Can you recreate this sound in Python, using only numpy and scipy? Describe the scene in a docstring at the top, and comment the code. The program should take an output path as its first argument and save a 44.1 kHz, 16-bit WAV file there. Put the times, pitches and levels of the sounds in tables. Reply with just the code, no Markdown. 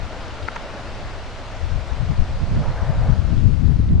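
"""A huge flock of small birds wheels overhead, its countless wingbeats summing incoherently to a rush
above a distant outdoor rumble. Near 0.5 s the hand-held camera ticks faintly and knocks excite the modes
of its case. From 2 s the wind rises, its turbulent pressure buffeting the two microphone ports in turn.
The flock turns with a deeper whoosh that peaks near 2.9 s. Then the rush fades under the strongest
wind, and the grip gives a few more faint ticks."""
import sys
import numpy as np
from scipy import signal
from scipy.fft import rfft, irfft, next_fast_len
from scipy.io import wavfile
from scipy.ndimage import uniform_filter1d, map_coordinates

SR = 44100
rng = np.random.default_rng(int(sys.argv[2]) if len(sys.argv) > 2 else 0)


def master(y):
    """Save y as 16-bit WAV."""
    cut = np.clip(np.atleast_2d(y).T, -1, 1)
    pcm = np.round(cut * 32767)  # scale
    wavfile.write(sys.argv[1], SR, pcm.astype(np.int16))


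N = 176400


def amp(db):
    """The decibel law: 20 dB is a factor of ten in amplitude."""
    return 10 ** (np.asarray(db) / 20)


def unit(x):
    """Normalisation of each channel to rms 1."""
    return x / np.sqrt(np.mean(x ** 2, axis=-1, keepdims=True) + 1e-20)


def along(points, hz):
    """Interpolation of (frequency, value) points on a logarithmic frequency axis."""
    freqs, values = np.transpose(points)
    return np.interp(np.log(hz + 1), np.log(freqs + 1), values)


def curves(rows):
    """Linear interpolation in time: one envelope for each column after the first."""
    times, *columns = np.transpose(rows)
    return [np.interp(np.arange(N) / SR, times, column) for column in columns]


def wobble(knots_per_s):
    """Slow random modulation: a spline through Gaussian values."""
    return map_coordinates(rng.standard_normal(1024), [np.arange(N) * knots_per_s / SR], mode="wrap")


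def filtered(x, response):
    """Linear filtering: the spectrum of x is multiplied by a frequency response."""
    size = next_fast_len(N + SR // 2)
    return irfft(rfft(x, size) * response(np.fft.rfftfreq(size, 1 / SR)), size)[..., :N]


def pan(db):
    """An interchannel level difference, split evenly into left and right gains."""
    return amp(np.array([[db], [-db]]) / 2)


def diffuse_noise(spectrum, coherence, patchy_db):
    """Partially coherent stereo noise of rms 1: the balance of mid and side sets the coherence."""
    cells = signal.stft(rng.standard_normal((2, N)), nperseg=512)[2]
    patches = uniform_filter1d(rng.standard_normal(cells.shape[1:]), size=5, axis=0)  # across frequency
    patches = uniform_filter1d(patches, size=8, axis=1)  # across time
    pair = signal.istft(cells * amp(patchy_db * unit(patches)), nperseg=512)[1][:, :N]

    def mid_side_gains(hz):
        angle = np.arccos(np.clip(along(coherence, hz), -1, 1)) / 2
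        return amp(along(spectrum, hz)) * [np.cos(angle), np.sin(angle)]

    mid, side = filtered(pair, mid_side_gains)
    return unit(np.array([mid + side, mid - side]))


def flock():
    """Incoherent summation: wingbeats merge into a fluttering body, a hiss and the whoosh of a turn."""
    # envelopes of the rush of wings (time [s], body level [dB], hiss level [dB])
    rush_levels = [(0, -36.5, -47.5), (.7, -35.5, -47.5), (1.1, -36.5, -47.5), (1.65, -38, -47.5),
                   (2.05, -38, -48.5), (2.4, -39.5, -48), (3.0, -40, -48.5), (3.35, -40.5, -49.5),
                   (3.5, -44, -51), (3.8, -45.5, -53), (4, -46.5, -58)]
    # envelope of the whoosh (time [s], level [dB])
    whoosh_levels = [(0, -70), (1.9, -69), (2.3, -42.5), (2.48, -44.5), (2.64, -36.5), (2.87, -33),
                     (3.1, -36.5), (3.19, -45.5), (3.45, -62.5), (4, -61.5)]
    # spectra of the three parts (frequency [Hz], relative spectral density [dB])
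    body_spectrum = [(100, -16.5), (200, -2.5), (310, -4), (400, -6), (510, -2), (620, 0), (760, -3.5),
                     (900, -4), (1130, -7), (1380, -6), (1650, -10), (2050, -12), (2900, -16), (4500, -23),
                     (9000, -45)]
    hiss_spectrum = [(1000, -12), (2200, -1.5), (3300, -3), (4300, -2.5), (5500, -6), (7000, -11.5),
                     (8500, -17.5), (10200, -29)]
    whoosh_spectrum = [(200, -17), (400, -9.5), (500, 0), (620, -0.5), (760, -3.5), (920, -4), (1150, -11),
                       (1600, -12), (2400, -25.5), (5000, -51.5)]
    # likeness of the sound at the two ports (frequency [Hz], coherence [0-1])
    rush_coherence = [(100, 1), (250, 1), (600, 0.97), (1000, .91), (1800, .78), (3100, 0.54), (5500, 0.56),
                      (9600, 0.11)]
    whoosh_coherence = [(400, 1), (800, 1), (1600, 0.98)]
    # the flock's lean to the left (frequency [Hz], left minus right [dB])
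    left_lead = [(300, 1), (1100, 0.5), (1800, 3), (2800, 3), (4500, 0.4), (9000, -0.5)]
    body_db, hiss_db = curves(rush_levels)
    whoosh_db, = curves(whoosh_levels)
    flutter_db = 0.16 * wobble(24.47)
    body = amp(body_db + flutter_db) * diffuse_noise(body_spectrum, rush_coherence, patchy_db=1.0)
    hiss = amp(hiss_db) * diffuse_noise(hiss_spectrum, rush_coherence, patchy_db=1.3)
    whoosh = amp(whoosh_db) * diffuse_noise(whoosh_spectrum, whoosh_coherence, patchy_db=1.8)
    return filtered(body + hiss + whoosh, lambda hz: amp(np.outer([1, -1], along(left_lead, hz)) / 2))


def eddies(spectrum, lumpy_db):
    """Turbulent pressure, uncorrelated at the two ports: steady in the mean, with quick lumps."""
    pressure = filtered(rng.standard_normal((2, N)), lambda hz: amp(along(spectrum, hz)))
    local_power = uniform_filter1d(uniform_filter1d(pressure ** 2, size=3000), size=3000)
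    steady = pressure / np.sqrt(np.abs(local_power) + 1e-20)
    lumps = amp(lumpy_db * np.array([wobble(24), wobble(24.07)]))
    return unit(steady * lumps)


def wind():
    """Buffeting follows power laws of wind strength; quick eddies grow faster, so it also brightens."""
    # steady flow at each port (time [s], strength [dB])
    flow_left = [(0, -31.5), (.35, -34), (.65, -35.5), (1.05, -32.5), (1.4, -38.5), (1.65, -32),
                 (1.85, -31), (2.05, -24.5), (2.48, -34), (2.75, -26.5), (3.0, -19), (3.25, -17),
                 (3.42, -13), (3.56, -16.5), (3.7, -13.5), (3.86, -18), (4, -15.5)]
    flow_right = [(0, -41), (.7, -40.5), (1.1, -34.5), (1.45, -36.5), (1.72, -34), (1.86, -41),
                  (2.15, -29.5), (2.35, -25.5), (2.55, -27), (2.77, -28.5), (2.9, -27.5), (3.22, -35),
                  (3.42, -31), (3.68, -41.5), (3.8, -24), (4, -16.5)]
    # gusts on one port (time [s], strength [dB], half-width [s], brightness [dB], port [L or R])
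    gusts = [(.02, -22.5, 0.024, -7.5, "L"), (.44, -24.5, 0.012, -4, "L"), (1.66, -18.5, 0.043, -19, "L"),
             (1.75, -14.5, 0.049, -15, "L"), (1.929, -17.5, 0.021, -10.5, "L"),
             (2.025, -18.5, 0.03, 2, "L"), (2.112, -16.5, 0.021, 3, "L"), (2.207, -7, .018, -12, "L"),
             (2.34, -21, 0.043, -6, "L"), (2.43, -17, 0.022, 4, "R"), (2.515, -20, 0.034, 5, "R"),
             (2.57, -18, 0.044, -6.5, "L"), (2.583, -18, 0.04, 10, "R"), (2.691, -13.5, 0.022, -3, "R"),
             (2.825, -10, 0.011, -12.5, "L"), (2.90, -14, 0.013, -0.5, "L"), (2.99, -17, 0.033, -7, "R"),
             (3.02, -16, .02, -10, "L"), (3.082, -14.5, 0.011, -8, "R"), (3.10, -14.5, 0.026, 4.5, "L"),
             (3.19, -19.5, 0.015, 5, "L"), (3.30, -31.5, 0.022, 9, "R"), (3.333, -11, 0.011, -2.5, "L"),
             (3.47, -15, 0.045, 2.5, "L"), (3.656, -18, 0.032, 6, "L"), (3.72, -16, 0.018, 1.5, "L"),
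             (3.80, -10.5, 0.006, 4, "L"), (3.92, -13.5, 0.03, -1, "R"), (3.953, -17.5, 0.031, 4.5, "L")]
    # pressure spectra of the eddies (frequency [Hz], relative spectral density [dB])
    slow_spectrum = [(3, -39), (11, -8), (20, 1.5), (40, -3.5), (65, -2), (110, -6), (150, -20.5),
                     (220, -40.5), (400, -45), (1200, -95)]
    quick_spectrum = [(30, -17.5), (70, -3.5), (125, -1), (180, -6.5), (260, -15.5), (380, -26.5),
                      (700, -48), (2000, -53), (6000, -86)]
    strong_wind_db, slow_db, quick_db = -15, -15, -18.5  # reference strength and the eddy levels there
    slow_exponent, quick_exponent = 0.91, 1.7  # dB per dB of wind strength
    t = np.arange(N) / SR
    slow_power = amp(np.array(curves(flow_left) + curves(flow_right)) - strong_wind_db) ** 2
    quick_power = slow_power.copy()
    for peak_s, db, width_s, bright_db, port in gusts:
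        channel = "LR".index(port)
        gust = amp(db - strong_wind_db) ** 2 * np.exp(-((t - peak_s) / width_s) ** 2)
        slow_power[channel] += gust
        quick_power[channel] += gust * amp(bright_db) ** (2 / quick_exponent)
    slow = amp(slow_db) * np.sqrt(slow_power) ** slow_exponent * eddies(slow_spectrum, lumpy_db=1.54)
    quick = amp(quick_db) * np.sqrt(quick_power) ** quick_exponent * eddies(quick_spectrum, lumpy_db=0.34)
    return slow + quick


def knocks():
    """Modal vibration: each soft contact rings the camera's case as a sum of damped sinusoids."""
    # contacts on the case (time [s], level [dB], left minus right [dB])
    contacts = [(.4798, -21, 8), (0.4833, -22.5, -2), (0.4852, -10, 14), (0.4857, -20, -23),
                (.4866, -19.5, -2), (.5606, -22, -4), (0.5617, -14, 10), (0.5635, -25, 15),
                (.5660, -13.5, -6)]
    # modes of the case (frequency [Hz], relative level [dB], 60 dB decay time [s])
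    case_modes = [(1010, -4, 0.0098), (1348, 1, 0.0092), (1746, -6, 0.0077), (2800, -18.5, 0.0053)]
    rise_s = 0.00045
    out = np.zeros((2, N))
    t = np.arange(SR // 20) / SR
    rise = 1 - np.exp(-(t / rise_s) ** 2)
    for onset_s, db, side_db in contacts:
        ring = sum(amp(mode_db + rng.standard_normal() - 60 * t / t60) * np.sin(2 * np.pi * hz * t)
                   for hz, mode_db, t60 in case_modes)
        start = round(onset_s * SR)
        out[:, start:start + len(t)] += pan(side_db) * amp(db) * ring * rise
    return out


def ticks():
    """Friction noise: each tiny scrape of the grip is a decaying burst shaped by a broad resonance."""
    # scrapes of the grip (time [s], level [dB], left minus right [dB], resonance [Hz])
    scrapes = [(0.28, -37.5, 2.5, 4800), (.306, -35, -1, 2830), (0.427, -33.5, 3, 4050),
               (0.479, -38.5, 2, 4440), (0.5584, -37, -2.5, 5830), (0.561, -31.5, 9, 2900),
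               (3.378, -41.5, 7, 3440), (3.759, -47, 6, 3380), (3.888, -42.5, 14.5, 3370)]
    rise_s, t60_s, q = 0.001, 0.02, 3.1  # q of each of two band-pass stages in cascade
    out = np.zeros((2, N))
    for onset_s, db, side_db, centre_hz in scrapes:
        def resonance(hz):
            return (hz * centre_hz / (hz * centre_hz + 1j * q * (hz ** 2 - centre_hz ** 2))) ** 2

        t = np.maximum(np.arange(N) / SR - onset_s, 0)
        envelope = amp(db - 60 * t / t60_s) * (1 - np.exp(-t / rise_s))
        out += pan(side_db) * envelope * unit(filtered(rng.standard_normal(N), resonance))
    return out


def rumble():
    """Ambient noise: a steady, distant low-frequency field, partly coherent at the two ports."""
    # spectrum of the outdoor rumble (frequency [Hz], relative spectral density [dB])
    spectrum = [(20, 7.5), (60, 5), (98, -6), (115, 5.5), (138, -1.5), (200, -10.5), (300, -8), (600, -41)]
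    # its likeness at the two ports (frequency [Hz], coherence [0-1])
    coherence = [(60, 0.54), (115, 1), (200, 1), (350, 0.54)]
    return amp(-39.5) * diffuse_noise(spectrum, coherence, patchy_db=0.5)


def scene():
    """Superposition: the flock and far rumble add to wind and handling right at the microphone."""
    return flock() + rumble() + wind() + knocks() + ticks()


def record(dry):
    """Soft saturation in the camera rounds off the strongest gusts; a low-pass limits the bandwidth."""
    ceiling_db, top_hz = -1.5, 10280
    rounded = dry / (1 + (dry / amp(ceiling_db)) ** 6) ** (1 / 6)
    return filtered(rounded, lambda hz: hz < top_hz)


dry = scene()
out = record(dry)
master(out)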